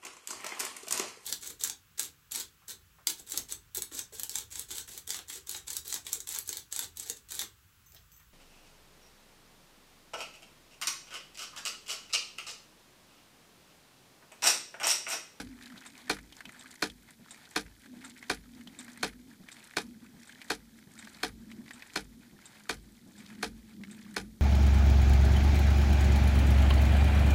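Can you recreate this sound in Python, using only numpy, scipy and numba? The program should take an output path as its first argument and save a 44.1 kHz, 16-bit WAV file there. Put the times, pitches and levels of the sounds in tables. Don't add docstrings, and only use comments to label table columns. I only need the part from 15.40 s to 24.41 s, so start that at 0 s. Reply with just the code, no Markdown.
import sys
import numpy as np
from scipy import signal
from scipy.fft import rfft, irfft, next_fast_len
from scipy.io import wavfile
from scipy.ndimage import uniform_filter1d
from numba import njit

SR = 44100
rng = np.random.default_rng(int(sys.argv[2]) if len(sys.argv) > 2 else 0)


def digitize_waveform(pressure):
    field = np.atleast_2d(pressure).T
    bounded = np.clip(field, -1, 1)
    quanta = np.round(bounded * 32767).astype(np.int16)
    wavfile.write(sys.argv[1], SR, quanta)


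N = 397341

# slam in seconds, relative level of the drive pipe thump in dB,
# valve drops open in seconds, relative level of that tick in dB.
STROKES = [(-0.031, 0, 0.4634, -50.5), (0.699, 0, 1.1935, -54), (1.4256, -4.5, 1.9079, -48),
           (2.163, -0.5, 2.6465, -50.2), (2.9001, 0.5, 3.3888, -46.5), (3.6317, -1.5, 4.1172, -51.5),
           (4.3704, -10, 4.873, -56), (5.104, -5.5, 5.5897, -51), (5.834, 1, 6.3337, -55),
           (6.5602, -0.5, 7.0562, -53), (7.2957, 1.5, 7.7825, -59), (8.0301, 2.5, 8.5111, -53.5),
           (8.7668, 3, 9.25, -55)]
# seconds after the slam,
# relative level in dB, time to fade by 60 dB in seconds, brightness tilt in dB per octave.
RATTLE = [(-.0036, -29.5, 0.015, 1), (-.0016, -24, 0.013, 2), (0, -28, 0.012, 0), (.004, -29.5, 0.12, -1),
          (0.0136, -28, 0.023, -1), (.032, -39, 0.054, 0), (.046, -43.5, 0.041, 6.5)]
# pitch in Hz, relative level in dB, time to fade by 60 dB in seconds.
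BODY = [(157.7, -49, 0.25), (195.6, -41, 0.27), (258.4, -43, 0.23), (301.6, -34.5, 0.17),
        (448.5, -34.5, 0.14), (497, -43.5, 0.18), (724, -33.5, 0.1), (832, -35, 0.088), (986, -37, 0.076),
        (1213, -37, 0.12), (1304, -50, 0.049), (1460, -35, 0.07), (1587, -37, 0.024), (1690, -49.5, 0.039),
        (1707, -40, 0.13), (1950, -39.5, 0.13), (2305, -32, 0.071), (2473, -38.5, 0.09),
        (3555, -37.5, 0.04), (3755, -36, 0.076), (4180, -26.5, 0.032), (4600, -37, 0.04),
        (5190, -31.5, 0.033), (9830, -38.5, 0.031), (10200, -54, 0.22), (10500, -54, 0.27)]
# pitch in Hz, relative level in dB, time to fade by 60 dB in seconds.
STEM = [(1240, -39, .1), (3720, 0.5, 0.036), (7370, 0.5, 0.035), (8000, 5, 0.016), (8300, -5, 0.034),
        (8440, -5.5, 0.14), (9700, -6.5, 0.051)]
# start in seconds, relative level in dB, pitch in Hz.
SPLATS = [(0.2648, -41.5, 1680), (0.3793, -39.5, 3660), (0.7682, -36, 1600), (0.7876, -36, 1630),
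          (0.9248, -36, 3040), (1.0068, -33, 1800), (1.055, -32.5, 2800), (1.0927, -36, 1950),
          (1.501, -36, 3350), (2.4595, -39.5, 1860), (2.8282, -36, 2050), (3.274, -36.5, 3260),
          (3.4822, -37.5, 1620), (4.0875, -35, 2354), (4.895, -37.5, 1930), (5.017, -34.5, 2520),
          (5.626, -38, 1850), (6.116, -36.5, 2590), (6.3088, -32.5, 1880), (6.4232, -34.5, 2270),
          (7.9026, -42, 1707), (8.4367, -35.5, 2070)]
# time in seconds, relative level in dB.
WIND = [(0.0, -50), (0.7, -61.5), (2.35, -65.5), (2.55, -53), (3.0, -61.5), (3.15, -51.5), (3.95, -56),
        (4.35, -68), (4.45, -50), (4.9, -60.3), (5.95, -57.1), (6.05, -48.5), (6.2, -50.2), (6.45, -70.5),
        (6.75, -56), (7.35, -64.5), (8.0, -44), (8.3, -55), (8.4, -45), (9.0, -51)]
# time in seconds, change in dB.
SURGE = [(0, 4), (.38, 7.5), (.55, -2), (.85, 4.5), (1.45, 0.5), (3.4, 0.5), (9, -2)]

# frequency in Hz, relative level in dB per Hz.
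CRACK_SPECTRUM = [(150, -37), (400, 6), (620, -8), (800, 6), (1080, -16), (1500, 4.5), (1950, -5),
                  (2450, 2), (3000, -4), (4100, -2), (5300, -5), (6500, -8), (10000, -12.5), (15500, -30)]
# frequency in Hz, relative level in dB per Hz.
SPRAY_SPECTRUM = [(200, -11), (500, -4.5), (900, 2), (1130, -4), (1600, 1.5), (2400, -1.5), (2900, -4),
                  (4300, -6.5), (5500, -12.5), (7400, -11), (10000, -14), (15500, -22.5)]
# frequency in Hz, relative level in dB per Hz.
AIR_SPECTRUM = [(20, 4), (50, 6.5), (110, 12), (200, 16), (400, 8), (650, 0), (1700, -7.5), (2800, -2.5),
                (4000, 0.5), (8000, -2.5), (15500, -4.5)]
# frequency in Hz, relative level in dB per Hz.
BUFFET_SPECTRUM = [(25, -32), (60, -6.5), (105, -2), (160, -5.5), (320, -4), (480, -21.5), (900, -60),
                   (3000, -66)]
# frequency in Hz, relative level in dB per Hz.
SHUDDER_SPECTRUM = [(25, -17), (70, 3.0), (190, -4), (400, -15.5), (1500, -55)]
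GULP_SPECTRUM = [(40, -10), (110, -13), (185, 6.0), (300, -8.5), (480, -18.5), (800, -18.5),
                 (1150, -25.5), (3000, -79)]
SCRAPE_SPECTRUM = [(300, -3), (800, 5), (4300, 1), (6000, 0), (7500, 8), (8500, -40), (9100, -14), (15000, -22)]
SKIRT_SPECTRUM = [(100, -24), (200, -0.5), (320, 3.5), (450, -18.5), (900, -34), (3000, -65)]

SLAM_DB, SLAM_FADE_DB_PER_S = 0.75, 0.5171
RECOIL_S, RECOIL_DB = .366, -49
SHUT_DB, OPEN_DB = -13.5, -2.5
REOPEN_S, REOPEN_RISE_S = .37, .13
SQUIRT_DB, SQUIRT_T60_S = 6, .22
SPURT_DB, SPURT_S, SPURT_WIDTH_S = -8.5, .28, 0.027
DRONE_START_HZ, DRONE_SAG_HZ_PER_S = 252.3, 4.05
BUFFET_DB, BUFFET_FOLLOW, BUFFET_RISE_DB_PER_S = -71, 0.49, 0.84
TOP_HZ = 15300


def undb(db):
    return 10 ** (np.asarray(db) / 20)


def unit(x):
    return x / np.sqrt(np.mean(x ** 2))


def noise(count=N):
    return rng.standard_normal(count)


def clock(seconds):
    return np.arange(int(seconds * SR)) / SR


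def fade(t, t60):
    return np.exp(-np.log(1000) * t / t60)


def add(out, s, x):
    i = int(round(s * SR))
    start, end = max(i, 0), min(i + len(x), len(out))
    if end > start:
        out[start:end] += x[start - i:end - i]


def colour(x, points):
    hz, db = np.transpose(points)
    size = next_fast_len(len(x))
    f = np.maximum(np.arange(size // 2 + 1) * SR / size, 1)
    gain = undb(np.interp(np.log(f), np.log(hz), db))
    return unit(irfft(rfft(x, size) * gain, size)[:len(x)])


def tilt(points, db_per_octave):
    return [(hz, db + db_per_octave * np.log2(hz / 2000)) for hz, db in points]


def wander(rate):
    k = int(SR / rate)
    steps = np.repeat(noise(N // k + 1), k)
    return unit(uniform_filter1d(uniform_filter1d(steps, k), k)[:N])


@njit
def resonate(x, hz, width):
    y, band, low = np.empty(len(x)), 0., 0.
    for i in range(len(x)):
        g, k = np.tan(np.pi * hz[i] / SR), width / hz[i]
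        v = (band + g * (x[i] - low)) / (1 + g * (g + k))
        band, low, y[i] = 2 * v - band, low + 2 * g * v, k * v
    return y


def ring(modes, t, scatter_db, detune):
    out = np.zeros(len(t))
    for k, (hz, db, t60) in enumerate(modes):
        level_chance, pitch_chance = rng.standard_normal(2)
        tone = np.sin(2 * np.pi * hz * (1 + detune * pitch_chance) * t)
        out += (-1) ** k * undb(db + scatter_db * level_chance) * fade(t, t60) * tone
    return out


def slams(variety=0.68, lead_s=0.003413, unevenness_db=0.94):
    out, t, short = np.zeros(N), clock(.2), clock(.12)
    grain = rng.standard_normal((len(RATTLE), len(short)))
    for s, _, _, _ in STROKES:
        db = SLAM_DB - SLAM_FADE_DB_PER_S * s
        add(out, s - lead_s, undb(db) * hammer())
        add(out, s, undb(db) * ring(BODY, t, scatter_db=1.5, detune=0.00354))
        for (lag, contact_db, t60, bright), same in zip(RATTLE, grain):
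            mixed = same + variety * noise(len(short))
            crack = colour(mixed, tilt(CRACK_SPECTRUM, bright))
            force_db = db + contact_db + unevenness_db * rng.standard_normal()
            add(out, s + lag, undb(force_db) * fade(short, t60) * crack)
    return out


def hammer(db=-19, drop_hz=9000, end_hz=1300, sweep_s=0.0024, peak_s=0.0046, width_s=0.0012):
    t = clock(.012)
    hz = end_hz + drop_hz * np.exp(-(t / sweep_s) ** 2)
    swell = np.exp(-((t - peak_s) / width_s) ** 2)
    return undb(db) * swell * np.sin(2 * np.pi * np.cumsum(hz) / SR)


def drive_pipe(hz=51, thump_db=-52, shudder_db=-57, swell_s=0.073):
    out, t = np.zeros(N), clock(.6)
    swell = (t / swell_s * np.exp(1 - t / swell_s)) ** 1.57
    for s, db, _, _ in STROKES:
        thump = undb(thump_db) * np.sin(2 * np.pi * hz * t)
        shudder = undb(shudder_db) * colour(noise(len(t)), SHUDDER_SPECTRUM)
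        add(out, s, undb(db) * swell * (thump + shudder))
    return out


def recoils(t60=0.22, rise_s=0.0022):
    out, t = np.zeros(N), clock(.25)
    shape = (1 - np.exp(-t / rise_s)) * fade(t, t60)
    for s, _, _, _ in STROKES:
        gulp = colour(noise(len(t)), GULP_SPECTRUM)
        add(out, s + RECOIL_S, undb(RECOIL_DB) * shape * gulp)
    return out


def openings(ring_db=3, scrape_db=-2, bounce_s=0.0068, bounce_db=-6, scrape_t60=0.14):
    out, t = np.zeros(N), clock(.15)
    for _, _, s, db in STROKES:
        for lag, blow_db in (0, 0), (bounce_s, bounce_db):
            ringing = undb(ring_db) * ring(STEM, t, scatter_db=1, detune=0.0053)
            scrape = undb(scrape_db) * fade(t, scrape_t60) * colour(noise(len(t)), SCRAPE_SPECTRUM)
            add(out, s + lag, undb(db + blow_db) * (ringing + scrape))
    return out


def outflow():
    t = np.arange(N) / SR
    s = np.array(STROKES)[:, 0]
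    since = t - s[np.maximum(np.searchsorted(s, t) - 1, 0)]
    squirt = undb(SQUIRT_DB) * fade(since, SQUIRT_T60_S)
    spurt = undb(SPURT_DB) * np.exp(-((since - SPURT_S) / SPURT_WIDTH_S) ** 2)
    opened = np.clip((since - REOPEN_S) / REOPEN_RISE_S, 0, 1)
    stream = undb(SHUT_DB) * (1 - opened) + undb(OPEN_DB) * opened
    return (squirt + spurt + stream) * undb(np.interp(t, *np.transpose(SURGE)))


def spray(flow, wash_db=-60.5, drops_db=-57.0, count=2200, spread_db=4, smear_t60=0.018, flicker_db=3):
    t, patter = clock(.02), np.zeros(N)
    sizes = undb(spread_db * np.minimum(rng.exponential(size=count), 4))
    pitches = 1200 * 8 ** rng.random(count)
    for when, size, hz in zip(rng.random(count), sizes, pitches):
        plip = resonate(noise(len(t)) * fade(t, smear_t60), np.full(len(t), hz), hz / 2)
        add(patter, when * N / SR, size * unit(plip))
    drops = undb(drops_db) * colour(patter, tilt(SPRAY_SPECTRUM, 4.23))
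    wash = undb(wash_db) * colour(noise(), SPRAY_SPECTRUM) * undb(flicker_db * wander(35))
    return flow * (drops + wash)


def splats(gobs, slap_db=-13.0, cavity_db=-7.0, bubble_db=-6.0, slap_t60=0.02, cavity_t60=.04,
           width_hz=480, scatter_s=0.02, count=4, weaker_db=3.5):
    out, t = np.zeros(N), clock(.08)
    for s, db, hz in gobs:
        slap = fade(t, slap_t60) * colour(noise(len(t)), SPRAY_SPECTRUM)
        hollow = unit(resonate(noise(len(t)), np.full(len(t), float(hz)), float(width_hz)))
        cavity = fade(t, cavity_t60) * hollow
        add(out, s - .001, undb(db + slap_db) * slap + undb(db + cavity_db) * cavity)
        for k, pitch in enumerate(rng.standard_normal(count)):
            ping = bubble(t, hz * 2 ** (.18 * pitch), cycles=34, rise=0.053)
            add(out, s + scatter_s * (k / count) ** 2, undb(db + bubble_db - weaker_db * k) * ping)
    return out


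def small_gobs(flow, count=44, db=-42, spread_db=2.5, centre_hz=1800, octaves=0.21, follow=0.25):
    spilled = np.cumsum(flow ** 2) / np.sum(flow ** 2)
    at = np.searchsorted(spilled, rng.random(count)).clip(0, N - 1)
    gobs = []
    for i, (size, pitch) in zip(at, rng.standard_normal((count, 2))):
        flow_db = 20 * np.log10(min(flow[i], 1))
        level_db = db + follow * flow_db + spread_db * size
        gobs.append((i / SR, level_db, centre_hz * 2 ** (octaves * pitch)))
    return gobs


def bubbles(flow, count=420, db=-49, centre_hz=1830, octaves=0.26, spread_db=3):
    out, t = np.zeros(N), clock(.04)
    for when, pitch, size in zip(rng.random(count), rng.standard_normal(count), rng.exponential(size=count)):
        ping = bubble(t, centre_hz * 2 ** (octaves * pitch), cycles=28, rise=0.077)
        level = undb(db + spread_db * min(size, 3)) * flow[int(when * N)]
        add(out, when * N / SR, level * ping)
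    return out


def bubble(t, hz, cycles, rise):
    life = cycles / hz
    tone = np.sin(2 * np.pi * hz * t * (1 + rise * t / life))
    return (1 - np.exp(-hz * t)) * fade(t, life) * tone


def wind(drone_db=-1.0, skirt_db=-15.0, width_hz=42, flutter_db=1.8, waver=0.031):
    t = np.arange(N) / SR
    gust_db = np.interp(t, *np.transpose(WIND))
    hz = (DRONE_START_HZ - DRONE_SAG_HZ_PER_S * t) * (1 + waver * wander(4))
    once = resonate(noise(), hz, float(width_hz))
    drone = undb(drone_db) * unit(resonate(once, hz, float(width_hz)))
    skirt = undb(skirt_db) * colour(noise(), SKIRT_SPECTRUM)
    buffet_db = BUFFET_DB + BUFFET_FOLLOW * (gust_db - np.mean(gust_db)) + BUFFET_RISE_DB_PER_S * t
    buffet = undb(buffet_db) * colour(noise(), BUFFET_SPECTRUM)
    return undb(flutter_db * wander(14)) * (undb(gust_db) * (drone + skirt) + buffet)


def air(db=-64):
    return undb(db) * colour(noise(), AIR_SPECTRUM)


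def scene():
    flow = outflow()
    pump = slams() + drive_pipe() + recoils() + openings()
    water = spray(flow) + splats(list(SPLATS) + small_gobs(flow)) + bubbles(flow)
    return (pump + water + wind() + air())[None]


def record(dry, notch_hz=2770, notch_width_hz=300, depth=0.56):
    band = resonate(dry[0], np.full(N, float(notch_hz)), float(notch_width_hz))
    hollowed = dry - depth * band
    return signal.sosfilt(signal.ellip(10, .2, 70, TOP_HZ, fs=SR, output="sos"), hollowed)


dry = scene()
out = record(dry)
digitize_waveform(out)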